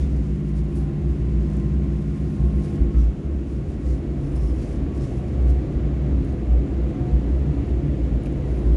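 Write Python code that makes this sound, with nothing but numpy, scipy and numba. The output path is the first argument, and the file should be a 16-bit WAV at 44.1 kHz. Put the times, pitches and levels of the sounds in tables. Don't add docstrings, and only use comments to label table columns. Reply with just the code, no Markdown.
import sys
import numpy as np
from scipy import signal
from scipy.fft import rfft, irfft
from scipy.io import wavfile
from scipy.ndimage import uniform_filter1d
from numba import njit

SR = 44100
rng = np.random.default_rng(int(sys.argv[2]) if len(sys.argv) > 2 else 0)


def bounce(signal):
    frames = np.transpose(np.atleast_2d(signal))
    limited = np.clip(frames, -1, 1)
    pcm = np.round(limited * 32767).astype(np.int16)
    wavfile.write(sys.argv[1], SR, pcm)


def volts_from_decibels(level):
    exponent = np.asarray(level, float) / 20
    return 10 ** exponent


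N = 386316

# freq_hz, density_db_per_hz
COACH_SPECTRUM = [(15, -35.5), (25, -23), (65, 3.5), (106, -8), (144, -7.5), (247, -11.5), (337, -11.5),
                  (436, -21), (549, -24.5), (896, -37), (2210, -44), (4090, -53.5), (7030, -67),
                  (10300, -70), (11800, -72), (15300, -107), (22000, -120)]
# freq_hz, width_hz, gain_db
SHELL_RESONANCES = [(61, 16, -1), (49.4, 9.5, 4.5), (90, 8, -0.5), (117, 14, 0.5), (139, 29, 2),
                    (100, 22, -1.5), (197, 13, -2.5), (142, 15, -2), (253, 21, 0), (167, 15, -5),
                    (269.5, 23, 2), (284, 3.7, -4), (351, 23, -2), (393.3, 10, -7), (396.6, 22, 4),
                    (456, 12, -5.5), (492, 30, -0.5), (545, 7.6, -1.5), (625, 12, 2.5), (703, 60, 2.5),
                    (1510, 73, -1.5), (1960, 87, 2.5), (2204, 50, 3.5), (2700, 720, 2), (7000, 1300, 8.5),
                    (8700, 1500, -1), (10300, 1200, 2.5)]
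# time_s, level_db about its mean
RAIL_ROUGHNESS = [(0, 1), (.3, -3.5), (.55, -4.5), (1, -2), (1.4, 0), (2.1, -3), (2.75, 1), (3.2, 0.5),
                  (3.8, -1), (4.3, 0), (5.2, -3), (5.5, -0.5), (6.4, -2), (7.5, 0), (8, -2), (8.76, 0)]
# freq_hz, width_hz, level_db
GIRDER_RINGS = [
    (506, 78, -56.5),
    (601, 40, -58.5),
    (717, 70, -60.5),
]
# centre_s, peak_db, half_length_s
BENCH_SWELLS = [(1.04, -36, 0.062), (1.29, -32, 0.12), (1.59, -37, 0.11), (2.39, -35, 0.087),
                (2.639, -45, 0.084), (2.9, -36, 0.06), (4.51, -40, 0.092), (5.13, -35, 0.09),
                (5.348, -32.5, 0.17), (5.7, -33, 0.16), (6.108, -40, 0.04), (6.21, -35, 0.18),
                (6.86, -39, 0.09), (7.044, -29, 0.06), (7.23, -38, 0.083), (7.616, -29.0, 0.085),
                (8.01, -35, 0.091), (8.16, -40, 0.048), (8.357, -35.5, 0.072), (8.64, -32.5, 0.05)]
# centre_s, peak_db, half_length_s
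WINDOW_SWELLS = [(0.12, -45, 0.1), (0.43, -52, 0.077), (0.78, -40.5, 0.12), (1.07, -37.5, 0.06),
                 (1.44, -39, 0.11), (1.71, -43.0, 0.07), (1.97, -39.5, 0.11), (2.11, -39, 0.05),
                 (2.57, -34.5, 0.059), (2.85, -35, 0.14), (3.46, -93.0, 0.1), (4.05, -40, 0.2),
                 (4.3, -43, 0.09), (4.54, -42.0, 0.13), (4.74, -48.5, 0.093), (4.99, -41, 0.099),
                 (5.39, -46, 0.15), (6.07, -38.5, 0.16), (6.39, -35.5, 0.057), (6.88, -40, 0.23),
                 (7.15, -38, 0.077), (7.4, -42.0, 0.04), (7.74, -41, 0.1), (8.4, -36.5, 0.11),
                 (8.69, -38, 0.06)]
# centre_s, peak_db, half_length_s
RACK_SWELLS = [(0.1, -53, 0.07), (1.58, -56, 0.17), (2.8, -50, 0.21), (3.9, -47, 0.058), (4.12, -56, 0.05),
               (4.29, -54.5, 0.1), (4.53, -48, 0.071), (4.78, -49, 0.14), (5.44, -47.5, 0.18),
               (5.55, -51, 0.037), (5.68, -48, 0.034), (5.85, -54, 0.05), (5.99, -52, 0.05),
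               (6.13, -55, 0.04), (6.33, -50, 0.083), (6.56, -47.5, 0.06), (6.87, -45, 0.091),
               (7.12, -45, 0.065), (7.54, -45, 0.071), (7.97, -48.5, 0.11), (8.18, -44, 0.045),
               (8.41, -45.5, 0.14)]
# centre_s, peak_db, half_length_s
DUCT_SWELLS = [(4.43, -55.0, 0.07), (4.85, -55.0, 0.05), (5.22, -49.5, 0.1), (5.41, -57, 0.04),
               (5.55, -50.5, 0.17), (6.08, -54, 0.059), (6.31, -56.5, 0.068), (6.55, -53.0, 0.09),
               (6.74, -55.5, 0.04), (7.05, -49.5, 0.2), (7.21, -59, 0.06), (7.49, -52, 0.068),
               (7.66, -53, 0.06), (7.77, -55.5, 0.04), (8.51, -53.0, 0.09), (8.67, -54.5, 0.05)]
# centre_s, peak_db, half_length_s
WALL_SWELLS = [(.05, -37.5, 0.092), (.27, -38.5, 0.11), (.8, -37, 0.064), (1.2, -37, 0.054),
               (1.45, -48, 0.1), (1.87, -34.5, .08), (2.2, -40.5, 0.13), (2.55, -50, .1), (2.8, -38, 0.09),
               (2.97, -35.5, .07), (3.5, -41.5, 0.13), (3.9, -41, .2), (4.3, -36, 0.11),
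               (4.85, -32.5, 0.053), (5.45, -38, 0.14), (5.77, -34, .08), (6.05, -36, 0.092),
               (6.22, -32, 0.13), (6.67, -34, .08), (6.97, -32.5, 0.084), (7.25, -37, .12),
               (7.57, -30, 0.1), (7.87, -34, 0.12), (8.15, -36.5, 0.096), (8.3, -37, 0.14),
               (8.65, -36.5, 0.08)]
# centre_s, peak_db, half_length_s
FLOOR_SWELLS = [(0.25, -48, 0.4), (0.94, -29.5, 0.14), (1.3, -43, 0.29), (2.09, -38, 0.3),
                (2.4, -25.5, 0.039), (2.78, -38, 0.039), (3.3, -39, 0.11), (3.6, -33, 0.082),
                (3.74, -34.5, 0.053), (3.93, -31.5, 0.058), (4.26, -30, 0.3), (4.85, -35.5, 0.072),
                (5.04, -29.5, 0.068), (5.25, -44, .08), (5.57, -33, 0.28), (5.88, -29, 0.073),
                (6.06, -25.5, 0.071), (6.62, -32.5, 0.095), (6.86, -27.5, 0.059), (7.09, -27, 0.12),
                (7.48, -24.5, 0.053), (7.87, -25.5, 0.077), (8.13, -30, 0.072), (8.29, -32.5, 0.054),
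                (8.43, -29, 0.08), (8.65, -33, 0.11)]
# centre_s, peak_db, half_length_s
WHINE_SWELLS = [(.3, -67, .2), (.65, -62.5, .25), (.92, -64, .1), (1.25, -66, .15), (1.62, -60, .16),
                (1.9, -65, .15), (2.2, -60, .18), (2.45, -57, .12), (2.63, -55.5, .14), (2.9, -62, .15),
                (3.82, -62, .17), (4.2, -68, .15), (4.47, -61, .08), (4.95, -61, .18), (5.3, -61, .22),
                (5.75, -67, .25), (6.5, -72, .4)]
# centre_s, peak_db, half_length_s
STAGE_SWELLS = [(.15, -62, .15), (.8, -58, .3), (1.3, -72, .2), (2.1, -65, 0.4), (2.7, -61, 0.36),
                (3.4, -67, .45), (4.5, -73, .5), (7, -71, .4), (8.7, -73, .6)]
# centre_s, peak_db, half_length_s
BEAT_SWELLS = [(.6, -66, .35), (2.95, -66, .15), (3.5, -71, .3), (5.15, -67, .25), (5.9, -66, .3),
               (6.5, -68, .08), (6.9, -63, .13), (8.3, -66, .2), (8.7, -62, .2)]
# centre_s, peak_db, half_length_s, pitch_hz
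FAN_SWELLS = [
    (2.4, -70.5, 1.2, 1430),
]
# centre_s, peak_db, half_length_s, pitch_hz
SQUEAK_SWELLS = [
    (2.955, -56, .02, 1285),
    (2.985, -53, .025, 1305),
]
# centre_s, peak_db, half_length_s, crisp_db re peak
RUSTLE_SWELLS = [(0.01, -58, 0.059, -11), (0.15, -64.5, 0.26, -11), (0.48, -68, 0.037, -6),
                 (0.58, -61, 0.04, -7.5), (0.768, -56.5, 0.014, -2), (0.79, -61, 0.023, -2),
                 (0.83, -65, 0.04, -6), (1.12, -67.8, 0.13, -8), (1.52, -65, 0.27, -14),
                 (2.18, -65.6, 0.56, -8), (2.6, -63, .02, -4), (2.65, -58.5, 0.046, -9.5),
                 (2.7, -63, 0.026, -5), (2.755, -62.5, 0.034, -7), (3.0, -61, 0.06, -11),
                 (3.52, -64, 0.06, -9.5), (3.71, -66.5, 0.072, -7.5), (3.9, -60.5, 0.089, -10),
                 (4.26, -65, 0.097, -8), (4.364, -58, 0.009, 0), (4.385, -65, .02, -7),
                 (4.46, -62.5, 0.12, -3), (4.62, -58.5, 0.074, -9), (4.68, -61.5, .04, -8),
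                 (4.74, -61, .05, -8), (4.97, -61, 0.035, -9.5), (5.03, -56.5, 0.0301, -17),
                 (5.07, -59, 0.0398, -11), (5.11, -63, .04, -8), (5.17, -66, .06, -7),
                 (5.34, -67, 0.27, -12), (5.5, -61, 0.02, -3), (5.74, -72, 0.046, -17),
                 (6.28, -67, 0.054, -8.5), (6.89, -65, 0.023, -12), (7.16, -70, 0.21, -12),
                 (7.67, -74, 0.219, -8), (8.04, -70, 0.083, -13), (8.26, -61, 0.011, -10),
                 (8.56, -67.5, 0.16, -4.5)]
# centre_s, peak_db, half_length_s, pitch_hz
FOLD_SWELLS = [(.03, -63, .04, 3500), (3.01, -65, .035, 5780), (3.08, -70, .012, 5750),
               (4.37, -65, .03, 5300), (4.43, -65, .04, 5500), (4.49, -63, .035, 5350),
               (4.63, -66, .04, 4500), (5.03, -64, .008, 4200), (5.045, -65, .02, 5700),
               (7.52, -70, .05, 2700), (7.64, -65, .05, 2750)]
# start_s, peak_db, centre_hz, body_db re tick
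BAG_TICKS = [(.166, -48, 7550, -17), (.556, -50, 7990, -7), (0.756, -44, 9520, -15),
             (1.5005, -47, 8140, -20), (1.534, -47, 7600, -20), (1.568, -43, 7500, -20),
             (1.6, -45, 7000, -23), (2.627, -52, 7900, -20), (2.66, -52, 6500, -20),
             (2.68, -53, 10000, -20), (3.043, -53, 7900, -18), (3.7025, -50, 6720, -15),
             (4.357, -46, 9540, -20), (4.3844, -51, 7405, -20), (4.62, -51, 5100, -15),
             (4.715, -52, 9480, -22), (5.035, -49, 4810, -10), (5.05, -50, 5790, -12),
             (5.4819, -49, 7000, -10), (5.7249, -51, 6800, -15), (6.248, -45.5, 7630, -12),
             (7.6695, -52, 7000, -15), (8.2348, -41.5, 9370, -15), (8.26, -38, 10170, 2),
             (8.2697, -52, 5006, 17), (8.3255, -47, 8380, -22), (8.5907, -44, 6690, -8)]
# time_s, cycle_rate_hz, load_0_to_1
ENGINE_RUN = [
    (0, 16.8, 1),
    (2.35, 16.8, 1),
    (2.85, 17.03, .95),
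    (3.0, 17.08, .7),
    (3.12, 17.12, .1),
    (3.4, 17.175, 0),
    (4.3, 17.205, 0),
    (8.76, 17.215, 0),
]
# multiple_of_cycle, loaded_db, coasting_db
ENGINE_ORDERS = [(5, -42.5, -50.5), (6, -51, -50), (7, -46, -54.5), (8, -38.5, -41), (9, -29, -41),
                 (10, -44, -50), (11, -43.5, -45), (12.45, -33, -41), (13, -44.5, -46), (14, -73, -53.5),
                 (15, -54.5, -60), (16, -47.5, -70), (17, -44.5, -44.5), (18, -55.5, -45.5), (19, -53, -49),
                 (20, -43, -45.5), (21, -47.5, -53.5), (22, -47, -50), (23, -63.5, -63), (24, -57.5, -53),
                 (25, -69, -61), (26, -70, -63), (27, -81, -66.5), (28, -63, -73), (29, -73.5, -63),
                 (30, -76.5, -76.5)]
# time_s, level_db at order 12
ENGINE_PULL = [
    (0, -3),
    (.45, 1.5),
    (.95, -3),
    (1.4, 1.5),
    (1.85, 2.5),
    (2.15, -1),
    (2.55, 3.5),
    (2.9, -1),
    (3.2, -1),
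    (8.76, 2),
]
# centre_s, peak_db, half_length_s, pitch_hz
FLOOR_BOOMS = [(0.03, -21.5, 0.087, 64.2), (0.17, -19.5, 0.071, 63.3), (0.32, -23, 0.04, 60.8),
               (0.58, -23, 0.15, 63), (0.83, -23, 0.053, 64.5), (1.22, -25, 0.031, 63.9),
               (1.09, -19, 0.057, 63), (1.36, -17.5, 0.097, 63.3), (1.59, -26, 0.059, 61.57),
               (1.76, -19.5, 0.088, 63.4), (1.95, -23.5, 0.069, 60.6), (2.08, -25, 0.048, 61.2),
               (2.25, -26.0, 0.053, 66), (2.44, -16, 0.055, 61.6), (2.57, -20.5, 0.061, 61.0),
               (2.69, -27, 0.038, 62.9), (2.822, -11.5, 0.018, 62.3), (2.87, -18, 0.029, 61.4),
               (2.985, -12, 0.031, 61.0), (3.06, -14.5, 0.053, 61.3), (3.33, -22.5, 0.074, 65.4),
               (3.55, -21.5, 0.056, 63.15), (3.82, -29, 0.039, 60.5), (3.91, -17.5, 0.069, 62),
               (3.7, -34, 0.047, 61), (4.13, -26, 0.095, 61.1),
               (4.432, -18.5, 0.13, 62.64), (4.725, -29, 0.059, 57.5), (4.983, -22, 0.041, 57.63),
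                (5.181, -23, 0.029, 60.8), (5.301, -30, 0.027, 63.8), (5.487, -15.5, 0.11, 63.7),
                (5.767, -19, 0.017, 62.1), (5.878, -18.5, 0.074, 62.67), (6.128, -18.5, 0.1, 62.3),
                (6.31, -23, 0.04, 64.7), (6.428, -25, 0.031, 61.7), (6.55, -13.5, 0.061, 60.9),
                (6.829, -22.5, 0.11, 61.53), (6.989, -34, 0.16, 59.7), (7.149, -13.5, 0.048, 59.8),
                (7.339, -20, 0.11, 62.2), (7.568, -24, 0.052, 62.3), (7.73, -20, 0.045, 61),
                (7.8, -21.5, 0.077, 60.5), (7.907, -18, 0.032, 61.6), (8.034, -18, 0.043, 59.5),
                (8.15, -19.5, 0.061, 59.7), (8.377, -29, 0.12, 60.42), (8.538, -19, 0.053, 61.3),
                (8.712, -14.5, 0.087, 58.74)]


def unit(x):
    return x / np.sqrt(np.mean(x ** 2))


def curves(table):
    time_s, *columns = np.transpose(table)
    return [np.interp(np.arange(N) / SR, time_s, column) for column in columns]


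def walk(rate_hz):
    hold = int(SR / rate_hz)
    steps = np.repeat(rng.standard_normal(N // hold + 1), hold)
    return unit(uniform_filter1d(uniform_filter1d(steps, hold), hold)[:N])


def swells(table, rest_db, onset=1.0):
    coarse_s = np.arange(0, N + 64, 64) / SR
    centre_s, peak_db, half_s, *more = np.transpose(table)
    late = (coarse_s - centre_s[:, None]) / half_s[:, None]
    bells = np.exp(-2 * (late / np.where(late < 0, onset, 2 - onset)) ** 2)
    power = volts_from_decibels(rest_db) ** 2 + volts_from_decibels(peak_db) ** 2 @ bells
    now_s = np.arange(N) / SR
    level_db = np.interp(now_s, coarse_s, 10 * np.log10(power))
    return [level_db] + [np.interp(now_s, centre_s, column) for column in more]


@njit
def svf(x, hz, width):
    y, band, low = np.empty(len(x)), 0., 0.
    for i in range(len(x)):
        g, k = np.tan(np.pi * hz[i] / SR), width / hz[i]
        v = (band + g * (x[i] - low)) / (1 + g * (g + k))
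        band, low, y[i] = 2 * v - band, low + 2 * g * v, k * v
    return y


def steep(x, hz, width_hz):
    hz = np.full(len(x), 1. * hz)
    return svf(svf(x, hz, width_hz), hz, width_hz)


def tone(hz, db, wander_hz, wander_rate_hz, flutter_db, overtone_db=-80):
    phase = 2 * np.pi * (rng.random() + np.cumsum(hz + wander_hz * walk(wander_rate_hz)) / SR)
    wave = np.sin(phase) + volts_from_decibels(overtone_db) * np.sin(2 * phase)
    return np.sqrt(2) * volts_from_decibels(db + flutter_db * walk(wander_rate_hz)) * wave


def on_bridge():
    return np.interp(np.arange(N) / SR, [3.24, 4.93], [0, 1])


def rolling():
    bridge = on_bridge() - .5
    rail_db, = curves(RAIL_ROUGHNESS)
    load = curves(ENGINE_RUN)[1] - .5
    rumble_db = 0.82 * rail_db + 4.5 * bridge + 2 * load
    deck_db = 0.48 * rail_db + 5.5 * bridge + 1.45 * load
    air_db = 0.43 * rail_db + 5 * bridge + 3 * load

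    f = np.maximum(np.fft.rfftfreq(N, 1 / SR), 1)
    hz, db = np.transpose(COACH_SPECTRUM)
    shell = volts_from_decibels(np.interp(np.log(f), np.log(hz), db))
    for centre_hz, width_hz, gain_db in SHELL_RESONANCES:
        shell = shell * volts_from_decibels(gain_db / (1 + (2 * (f - centre_hz) / width_hz) ** 2))
    noise = rfft(rng.standard_normal(N)) * shell
    scale = np.sqrt(2 * np.sum(np.abs(noise[(f > 90) & (f < 380)]) ** 2)) / N

    out = 0
    for octave in np.arange(0, 10, .5):
        place = np.log2(f / 16) - octave
        band = irfft(noise * np.cos(np.pi * np.clip(place, -.5, .5)) ** 2, N)
        centre = np.log(16 * 2 ** octave)
        rumble = np.interp(centre, np.log([300, 480]), [1, 0])
        deck = np.interp(centre, np.log([312, 490, 800, 1190]), [0, 1, 1, 0])
        air = np.interp(centre, np.log([800, 1200, 4000, 8000]), [0.034, 0.7, 0.84, .4])
        level_db = rumble * rumble_db + deck * deck_db + air * air_db
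        out = out + band * volts_from_decibels(level_db + 0.52 * walk(8.2))
    return out / scale * volts_from_decibels(-30.5)


def girders():
    out = 0
    for hz, width_hz, level_db in GIRDER_RINGS:
        ring = unit(steep(rng.standard_normal(N), hz, 1. * width_hz))
        out = out + volts_from_decibels(level_db + 3.0 * walk(4.8)) * ring
    return on_bridge() * out


def fittings():
    parts = [  # swells, ring_hz, wander_hz, rest_db
        (BENCH_SWELLS, 118, 3, -52),
        (WINDOW_SWELLS, 342, 7.94, -48.5),
        (RACK_SWELLS, 494, 8, -65),
        (DUCT_SWELLS, 710, 11.05, -69),
    ]
    out = 0
    for table, ring_hz, wander_hz, rest_db in parts:
        out = out + tone(np.full(N, 1. * ring_hz), *swells(table, rest_db), wander_hz, 20, 1.1)
    return out


def wall_panel():
    return tone(np.full(N, 275.), *swells(WALL_SWELLS, -53.5), 6, 24, 2.)


def floor_panel():
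    return tone(np.full(N, 141.), *swells(FLOOR_SWELLS, -45), 3.64, 16, .8)


def machinery():
    t = np.arange(N) / SR
    whine = tone(1017.5 + 22 * t, *swells(WHINE_SWELLS, -71), 1.1, 16, 2.5)
    stage = tone(765 + 16 * t, *swells(STAGE_SWELLS, -80.5), 1., 7.7, 1.5)
    beat_hz = 1103 - 15 * np.maximum(t - 3.9, 0)
    beat = tone(beat_hz, *swells(BEAT_SWELLS, -77.5), 1.2, 6.7, 1.5)
    fan_db, fan_hz = swells(FAN_SWELLS, -78.0)
    fan = tone(fan_hz, fan_db, 1.4, 8.7, 2.2)
    squeak_db, squeak_hz = swells(SQUEAK_SWELLS, -120)
    squeak = tone(squeak_hz, squeak_db, 2.7, 60.15, 2.1, overtone_db=-16)
    return whine + stage + beat + fan + squeak


def bag():
    rustle_db, crisp_db = swells(RUSTLE_SWELLS, -68.5, onset=0.95)
    grain_db = 3.4 * np.minimum(rng.exponential(size=N), 5) + .9 * walk(90)
    crinkle = rng.standard_normal((2, N)) * volts_from_decibels(grain_db)
    sheet = unit(steep(crinkle[0], 5370, 6200.0))
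    sheet = sheet + volts_from_decibels(crisp_db) * unit(steep(crinkle[1], 9600, 5100.0))
    fold_db, fold_hz = swells(FOLD_SWELLS, -92.0)
    fold = unit(steep(rng.standard_normal(N), fold_hz, 450.))
    out = volts_from_decibels(rustle_db - .6) * sheet + volts_from_decibels(fold_db) * fold

    t = np.arange(2048) / SR
    for start_s, peak_db, tick_hz, body_db in BAG_TICKS:
        decay = np.exp(-t / .0008) + volts_from_decibels(-20) * np.exp(-t / .01)
        snap = rng.standard_normal(2048) * decay
        bright = svf(snap, np.full(2048, 1. * tick_hz), 7500.)
        body = steep(snap, 2200, 1800.)
        tick = bright / np.abs(bright).max() + volts_from_decibels(body_db - 2) * body / np.abs(body).max()
        i = int(start_s * SR)
        out[i:i + 2048] += volts_from_decibels(peak_db) * tick[:N - i]
    return out


def engine():
    cycle_hz, load = curves(ENGINE_RUN)
    pull_db, = curves(ENGINE_PULL)
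    phase = 2 * np.pi * np.cumsum(cycle_hz + 0.0076 * walk(3.0)) / SR
    out = 0
    for order, loaded_db, coasting_db in ENGINE_ORDERS:
        level_db = load * loaded_db + (1 - load) * coasting_db
        surge_db = pull_db * min(order / 12, 1) ** 3
        flutter_db = (.45 + 1.45 * (1 - load)) * walk(4)
        start = 2 * np.pi * rng.random()
        out = out + volts_from_decibels(level_db + surge_db + flutter_db) * np.sin(round(order) * phase + start)
    return np.sqrt(2) * volts_from_decibels(-0.46) * out


def floor_boom():
    boom_db, boom_hz = swells(FLOOR_BOOMS, -41.5)
    return tone(boom_hz, boom_db, 2.2, 14, .6)


def scene():
    structure = rolling() + girders() + fittings() + wall_panel() + floor_panel()
    mix = structure + machinery() + bag() + engine() + floor_boom()
    return mix[None]


def roll_off(x):
    return signal.sosfilt(signal.butter(12, 12350, fs=SR, output="sos"), x)


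def record(dry):
    top = signal.butter(16, 11200, fs=SR, output="sos")
    settled = signal.sosfilt_zi(top) * dry[0, 0]
    running, _ = signal.sosfilt(top, dry[0], zi=settled)
    return roll_off(running[None])


dry = scene()
out = record(dry)
bounce(out)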